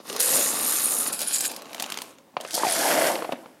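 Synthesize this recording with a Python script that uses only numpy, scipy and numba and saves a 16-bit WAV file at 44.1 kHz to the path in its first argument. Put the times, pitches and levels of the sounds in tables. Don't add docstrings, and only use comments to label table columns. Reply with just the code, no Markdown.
import sys
import numpy as np
from scipy import signal
from scipy.fft import rfft, irfft, next_fast_len
from scipy.io import wavfile
from scipy.ndimage import uniform_filter1d
from numba import njit

SR = 44100
rng = np.random.default_rng(int(sys.argv[2]) if len(sys.argv) > 2 else 0)


def dump_mix(stems):
    frames = np.atleast_2d(stems).T
    limited = np.clip(frames, -1, 1)
    pcm = np.round(limited * 32767).astype(np.int16)
    wavfile.write(sys.argv[1], SR, pcm)


N = 158760
HIT_DELAY_S = .0015


def amp(db):
    return 10 ** (np.asarray(db) / 20)


def unit(x):
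    return x / np.sqrt(np.mean(x ** 2) + 1e-20)


def along(points, hz):
    point_hz, values = np.transpose(points)
    return np.interp(np.log(hz + 1), np.log(point_hz + 1), values)


def gains(rows):
    times, *levels = np.transpose(rows)
    t = np.arange(N) / SR
    gate = np.clip(np.minimum(t - times[0], times[-1] - t) / .01 + .5, 0, 1)
    return [gate * amp(np.interp(t, times, db)) for db in levels]


def colour(x, spectrum):
    size = 2 * next_fast_len(len(x) // 2 + 2048)
    gain_db = np.maximum(along(spectrum, np.fft.rfftfreq(size, 1 / SR)), -70)
    cepstrum = irfft(np.log(amp(gain_db)))
    cepstrum[1:size // 2] *= 2
    cepstrum[size // 2 + 1:] = 0
    return irfft(rfft(x, size) * np.exp(rfft(cepstrum)), size)[:len(x)]


def add(track, start_s, sound):
    part = track[max(round(start_s * SR), 0):][:len(sound)]
    part += sound[:len(part)]


def contacts(spectrum, rate, spread_db, t60, kinds=12):
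    t, out = np.arange(SR // 40) / SR, np.zeros(N)
    for _ in range(kinds):
        sizes = amp(spread_db * np.clip(rng.standard_normal(N), -2, 2)) * rng.choice([-1, 1], N)
        hits = sizes * (rng.random(N) < rate / kinds / SR)
        response = unit(rng.standard_normal(len(t)) * amp(-60 * t / t60))
        out += signal.oaconvolve(hits, response)[:N]
    return unit(colour(out, spectrum))


def blow(spectrum, t60, scatter):
    t = np.arange(SR // 10) / SR
    chatter = rng.standard_normal(len(t)) * amp(-60 * t / t60)
    hit = colour((t == 0) + scatter * chatter / np.linalg.norm(chatter), spectrum)
    return hit / np.abs(hit).max()


def ring(hz, cycles):
    phase = hz * np.arange(SR // 10) / SR
    return np.sin(2 * np.pi * phase) * (1 - np.exp(-2 * phase)) ** 2 * amp(-60 * phase / cycles)


@njit
def band_pass(x, tuning, damping):
    y, band, low = np.zeros(len(x)), 0., 0.
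    for i in range(len(x)):
        g = tuning[i]
        high = (x[i] - (damping + g) * band - low) / (1 + g * (damping + g))
        y[i] = g * high + band
        band = y[i] + g * high
        low += 2 * g * y[i]
    return y


def resonate(x, rows, q):
    times, pitches = np.transpose(rows)[:2]
    hz = np.interp(np.arange(N) / SR, times, pitches)
    return unit(band_pass(x, np.tan(np.pi * hz / SR), 1 / q))


def rearranging(ticks, depth_db):
    bands = signal.stft(ticks, nperseg=256)[2]
    patches = uniform_filter1d(rng.standard_normal(bands.shape), size=5, axis=0)
    patches = unit(uniform_filter1d(patches, size=14, axis=1))
    return unit(signal.istft(bands * amp(depth_db * patches), nperseg=256)[1][:N])


# frequency_hz, gain_db
AIR_SPECTRUM = [(15, -81), (25, -23), (263, -5), (463, -7.5), (591, -6), (659, -20), (962, -11),
                (1190, -21), (1560, -20), (11900, -33), (16000, -30)]


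def room_tone(level_db=-57.5):
    return amp(level_db) * unit(colour(rng.standard_normal(N), AIR_SPECTRUM))


# time_s, tick_db, crunch_db, rumble_db
PUSH_LEVELS = [(0.0, -57, -49, -45), (0.026, -61, -63.5, -62), (0.092, -38.5, -40.5, -46),
               (0.156, -42.5, -40, -37.5), (0.19, -42.5, -35, -43), (0.2, -19.5, -31, -44),
               (0.296, -22.5, -31, -38.5), (0.354, -18.5, -30, -32.5), (0.45, -22, -32, -40),
               (0.516, -25.5, -36, -39), (0.53, -29, -35.5, -37.5), (0.748, -22.5, -33, -42),
               (0.874, -25.5, -36.5, -43), (0.936, -24.5, -37.5, -39), (1.034, -27, -39, -43.5),
               (1.06, -30, -39, -43), (1.078, -24.5, -38, -42), (1.11, -41, -38.5, -50)]
LIFT_LEVELS = [(1.1, -41, -38, -37), (1.12, -45, -51, -44), (1.128, -25, -36.5, -43),
               (1.174, -37.5, -42.5, -49.5), (1.22, -30, -31.5, -42.5), (1.25, -37, -40, -47),
               (1.286, -27, -37.5, -48), (1.302, -35.5, -38, -46), (1.332, -22.5, -30, -49.5),
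               (1.42, -31.5, -39.5, -48), (1.456, -23.5, -28, -44.5), (1.484, -30.5, -48.5, -44.5),
               (1.492, -38.5, -38.5, -44.5), (1.6, -53, -51, -47.5)]
CARRY_LEVELS = [(1.59, -65, -51, -51), (1.742, -49.5, -48.5, -48), (1.878, -54, -42.5, -50.5),
                (1.956, -49, -44, -50.5), (2.108, -52, -54, -53), (2.168, -72, -61.5, -65),
                (2.34, -73, -87, -65)]
# frequency_hz, gain_db
PUSH_TICKS = [(3240, -31), (5500, -4), (6900, 5.5), (7700, -0.5), (9950, 3), (13100, 1.5), (14600, -5),
              (15600, -12)]
LIFT_TICKS = [(3410, -20), (5800, -87), (6160, -34), (6670, 1), (7170, -1), (7740, -1.5), (9020, -3.5),
              (9780, 2), (13200, -6), (14900, -14), (16000, -51)]
LOOSE_TICKS = [(2650, -20), (4500, 2.5), (5180, 0), (6890, -1), (8100, 0.5), (12400, -1), (15600, -9.5)]
PUSH_CRUNCH = [(820, -35), (1400, 1), (1750, 0), (2060, -2.5), (2280, -2.5), (2660, 1), (3370, -3),
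               (3740, 0.5), (5240, 1), (6200, -4), (8060, -34), (13600, -120)]
LIFT_CRUNCH = [(880, -36), (1500, -7.5), (2120, -16), (2400, -8), (3320, -8.5), (4920, -3), (6200, -15),
               (8060, -37), (13600, -120)]
CARRY_RUSTLE = [(470, -27), (800, -10), (873, -18), (1040, 6), (1660, 3.5), (2310, -0.5), (2570, 2.5),
                (6500, -7.5), (8450, -41), (14300, -120)]
SACK_RUMBLE = [(35, -82), (60, -53), (112, -15.5), (268, -2), (338, -6), (447, -5.5), (481, -3), (773, -6),
               (928, -7.5), (1010, -10.5), (1100, -6.5), (1430, -20.5), (2420, -120)]
# time_s, pitch_hz
TICK_GLINT = [(0.2, 9570), (0.478, 8500), (0.652, 10100), (1.17, 9600), (1.202, 7980), (1.282, 9890),
              (1.354, 8200), (1.474, 8270), (1.5, 9010)]


def digging():
    out = np.zeros(N)
    strokes = [(PUSH_LEVELS, PUSH_TICKS, PUSH_CRUNCH, 2000),
               (LIFT_LEVELS, LIFT_TICKS, LIFT_CRUNCH, 1500),
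               (CARRY_LEVELS, LOOSE_TICKS, CARRY_RUSTLE, 1200)]
    for levels, tick_spectrum, crunch_spectrum, rate in strokes:
        tick_gain, crunch_gain, rumble_gain = gains(levels)
        ticks = contacts(tick_spectrum, rate, spread_db=3, t60=.009)
        crunch = contacts(crunch_spectrum, rate, spread_db=3.5, t60=.008, kinds=8)
        glint = 1.4 * resonate(ticks, TICK_GLINT, q=1.64)
        ticks = rearranging(ticks + glint, depth_db=1.5)
        rumble = contacts(SACK_RUMBLE, rate=1300, spread_db=2.5, t60=.0052, kinds=8)
        out += amp(-1.5) * tick_gain * ticks
        out += amp(-.5) * crunch_gain * crunch
        out += amp(2.5) * rumble_gain * rumble
    return out


# time_s, pitch_hz, level_db
LOWER_CAVITY = [(.09, 370, -44), (.15, 420, -44.5), (.22, 500, -35.5), (.28, 520, -34), (.38, 560, -37),
                (.5, 600, -42)]
UPPER_CAVITY = [(.09, 1080, -56), (.35, 1120, -48.5), (.62, 1170, -40), (.95, 1260, -43.5),
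                (1.48, 1550, -57)]


def scoop_cavity():
    out = np.zeros(N)
    scrape_spectrum = [(100, -20), (400, 0), (1500, 0), (5000, -20)]
    for note in (LOWER_CAVITY, UPPER_CAVITY):
        gain = gains([(time_s, db) for time_s, _, db in note])[0]
        scrape = contacts(scrape_spectrum, rate=2500, spread_db=1.5, t60=.002, kinds=6)
        out += gain * resonate(resonate(scrape, note, q=7), note, q=4)
    return out


# start_s, knock_db, treble_db, pitch_hz
BEAN_CLICKS = [(0.097, -16.5, -44, 507), (0.127, -21, -33.5, 505), (0.162, -16.5, -28.5, 1150),
               (0.203, -16, -19.5, 495), (1.062, -14, -42, 1230), (1.13, -24, -26.5, 3880),
               (1.19, -27, -27, 4420), (1.204, -28, -28, 4410), (1.215, -17.5, -23, 587),
               (1.228, -30, -28, 3840), (1.358, -20, -23.5, 3730), (1.406, -20, -23.5, 3870),
               (1.446, -23, -27, 3870), (1.514, -23, -34, 880), (1.562, -25, -34, 3870),
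               (1.619, -25.5, -42.5, 560), (1.645, -40, -67, 770), (1.655, -28.5, -55.5, 2800),
               (1.73, -22, -41, 2350), (1.745, -17.5, -38, 670), (1.779, -27, -59, 982),
               (1.797, -15, -30, 3770), (1.8, -16, -33, 2270), (1.805, -17.5, -43, 700),
               (1.822, -17.5, -24.5, 800), (1.835, -19, -47, 860), (1.84, -17, -47.5, 3070),
               (1.86, -22, -41, 778), (1.9, -16.5, -35.5, 1550), (1.92, -14.5, -29, 3170),
               (1.941, -17.5, -43, 2970), (1.972, -14, -34.5, 2270), (1.986, -16, -42.5, 2950),
               (2.017, -19, -33.5, 1000), (2.183, -35.5, -62, 534), (2.41, -23, -38.5, 643),
               (2.507, -21, -37, 3670), (2.54, -32, -24, 4500), (2.549, -25, -23.5, 750)]
# frequency_hz, gain_db
KNOCK_SPECTRUM = [(120, -23), (200, -6.5), (435, -11), (466, -18.5), (757, -7), (870, -9), (1650, -11.5),
                  (3030, -5.5), (3480, -7), (5500, -14), (7150, -10), (12100, -120)]


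def scoop_clicks():
    out = np.zeros(N)
    for start_s, knock_db, treble_db, pitch_hz in BEAN_CLICKS:
        knock = blow(KNOCK_SPECTRUM, t60=.014, scatter=2.04) + .47 * ring(pitch_hz, cycles=25.6)
        treble = blow(LOOSE_TICKS, t60=.029, scatter=2.33)
        add(out, start_s + HIT_DELAY_S, amp(knock_db - 4) * knock + amp(treble_db + 11.5) * treble)
    return out


# start_s, level_db, pitch_hz
RIM_STRIKES = [(0.2264, -15, 8100), (0.2574, -25, 8620), (0.6704, -16, 11800), (0.7238, -16.5, 8600),
               (0.843, -11.5, 9770), (0.853, -6.5, 9850), (0.873, -12, 9690), (0.9066, -13.5, 9600),
               (0.9827, -12, 9660), (1.0074, -12.5, 9600), (1.0735, -15, 9500), (1.1248, -20, 9040),
               (1.2735, -13.5, 9550), (1.28, -16.5, 9460), (1.338, -13, 7460), (1.345, -26, 7250),
               (1.3624, -31, 9800), (1.3818, -18.5, 7250), (1.408, -18, 8050), (1.4507, -20, 7240),
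               (2.6973, -14.5, 9040), (2.7214, -11, 10300)]


def rim_chinks(log_step=.039):
    out = np.zeros(N)
    # steps_from_pitch, gain_db
    peak_shape = [(-12, -60), (-3, -20), (-1, -8), (0, 0), (1, -8), (3, -20), (8, -40)]
    for start_s, level_db, pitch_hz in RIM_STRIKES:
        spectrum = [(pitch_hz * np.exp(steps * log_step), db) for steps, db in peak_shape]
        add(out, start_s + HIT_DELAY_S, amp(level_db - 3) * blow(spectrum, t60=.06, scatter=3))
    return out


# start_s, thud_db, crack_db, pitch_hz
LANDINGS = [(2.338, -42, -69, 228), (2.366, -14.5, -32.5, 970), (2.401, -27, -41, 645),
            (2.448, -20.5, -36, 603), (2.576, -14.5, -42, 895), (2.632, -9.5, -44, 1000),
            (2.647, -17.5, -31.5, 851), (2.666, -16, -31, 700), (2.735, -21, -40, 625),
            (3.153, -22, -30, 630), (3.187, -23.5, -42, 645), (3.221, -17, -39.5, 493),
            (3.244, -18.5, -39, 725), (3.248, -24, -40, 670), (3.29, -19, -52, 668),
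            (3.321, -18.5, -29, 590), (3.328, -20.5, -57, 272), (3.386, -40, -69, 326),
            (3.458, -28, -51.5, 620)]
# frequency_hz, gain_db
THUD_SPECTRUM = [(59, -61), (100, -16), (454, -4.5), (581, -2), (762, -1), (1070, -8), (1350, -14),
                 (2060, -33), (2200, -24), (2860, -42), (4840, -120)]
CRACK_SPECTRUM = [(1060, -37), (1800, 4.5), (2900, 5.5), (3560, 0.5), (4590, -0.5), (8740, -30),
                  (12000, -52), (15600, -62), (22000, -120)]


def bag_drops():
    out = np.zeros(N)
    for start_s, thud_db, crack_db, pitch_hz in LANDINGS:
        thud = blow(THUD_SPECTRUM, t60=.021, scatter=3) + 1.23 * ring(pitch_hz, cycles=14.8)
        crack = blow(CRACK_SPECTRUM, t60=.028, scatter=3)
        add(out, start_s + HIT_DELAY_S, amp(thud_db - 2) * thud + amp(crack_db + 9.5) * crack)
    return out


# time_s, slide_db, crackle_db, patter_db
POUR_LEVELS = [(2.38, -59, -65, -52), (2.392, -72, -70, -53), (2.412, -42, -62, -50),
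               (2.426, -54.5, -56, -45.5), (2.522, -38, -51.5, -55), (2.546, -29, -49, -39),
               (2.634, -33.5, -40, -36), (2.708, -28, -40, -38), (2.774, -27, -38, -32.5),
               (2.906, -26, -33, -27), (2.98, -30, -34.5, -25), (3.072, -28, -33.5, -26),
               (3.184, -42.5, -48, -34), (3.314, -54, -55.5, -49.5), (3.324, -43, -44, -34),
               (3.344, -60, -54, -47), (3.422, -60, -66, -48.5), (3.6, -70, -72, -66)]
# frequency_hz, gain_db
TRICKLE_HISS = [(1880, -54), (3200, -4.5), (3700, -7), (4950, -1.5), (5620, -4), (9860, -4), (12200, -9),
                (14500, -33)]
STREAM_HISS = [(1880, -20), (3200, -3), (5020, 2.5), (5710, -0.5), (7280, 1), (10900, 3), (12600, 1),
               (15100, -9), (16000, -22)]
BAG_DRUM = [(41, -83), (70, -51), (162, -15), (222, -13.5), (248, -9), (323, -4), (380, -9.5), (453, -10),
            (501, -3), (575, -8), (628, -2.5), (1080, -12.5), (1400, -23), (1820, -41), (3080, -120)]
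BAG_CRACKLE = [(710, -26), (1200, -3.5), (1440, 0), (1870, -2.5), (2040, -1), (3310, -9.5), (3600, -12),
               (4680, -28), (7920, -120)]
# time_s, pitch_hz
FILM_PITCH = [(2.56, 676), (2.635, 970), (2.67, 740), (2.75, 560), (2.84, 862), (2.93, 590), (3.08, 646),
              (3.3, 650)]
# time_s, level_db
FILM_RING = [(2.56, -3.5), (2.68, 7.5), (2.78, -1.5), (2.86, 4.5), (2.95, -3.5), (3.09, 1), (3.3, -11)]


def pouring():
    slide_gain, crackle_gain, patter_gain = gains(POUR_LEVELS)
    t = np.arange(N) / SR
    flow = np.interp(t, (2.58, 2.92), [0, 1])
    trickle = contacts(TRICKLE_HISS, rate=2200, spread_db=6.5, t60=.013, kinds=8)
    stream = contacts(STREAM_HISS, rate=6200, spread_db=1.5, t60=.006, kinds=8)
    hiss = np.sqrt(1 - flow) * trickle + np.sqrt(flow) * stream
    drum = contacts(BAG_DRUM, rate=1600, spread_db=2, t60=.0036)
    thuds = contacts(THUD_SPECTRUM, rate=1400, spread_db=1.5, t60=.003, kinds=6)
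    note_gain = amp(np.interp(t, *np.transpose(FILM_RING)))
    patter = amp(1) * drum + note_gain * resonate(thuds, FILM_PITCH, q=10)
    crackle = contacts(BAG_CRACKLE, rate=1300, spread_db=4, t60=.016)
    return slide_gain * hiss + amp(5) * crackle_gain * crackle + patter_gain * patter


# frequency_hz, t60_s
ROOM_DECAY = [(150, 1), (700, 0.2), (4000, 0.33), (14000, 0.24)]


def room_reverb(direct):
    hz, t, bands = signal.stft(rng.standard_normal(SR // 2), SR, nperseg=256)
    decay = amp(-60 * t / along(ROOM_DECAY, hz)[:, None])
    tail = signal.istft(bands * decay, SR, nperseg=256)[1]
    tail = np.pad(tail, (SR // 200, 0))
    return signal.fftconvolve(direct, tail / np.linalg.norm(tail))[:N]


def scene(reverb_db=-14.5):
    beans = digging() + scoop_cavity() + rim_chinks() + scoop_clicks() + pouring() + bag_drops()
    air = room_tone()
    return (beans + amp(reverb_db) * room_reverb(beans) + air)[None]


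def record(dry, low_cut_hz=72, top_hz=15800):
    size = next_fast_len(N + SR // 2)
    hz = np.fft.rfftfreq(size, 1 / SR)
    low_cut = (1j * hz / (1j * hz + low_cut_hz)) ** 2
    return irfft(rfft(dry, size) * low_cut * (hz < top_hz), size)[:, :N]


dry = scene()
out = record(dry)
dump_mix(out)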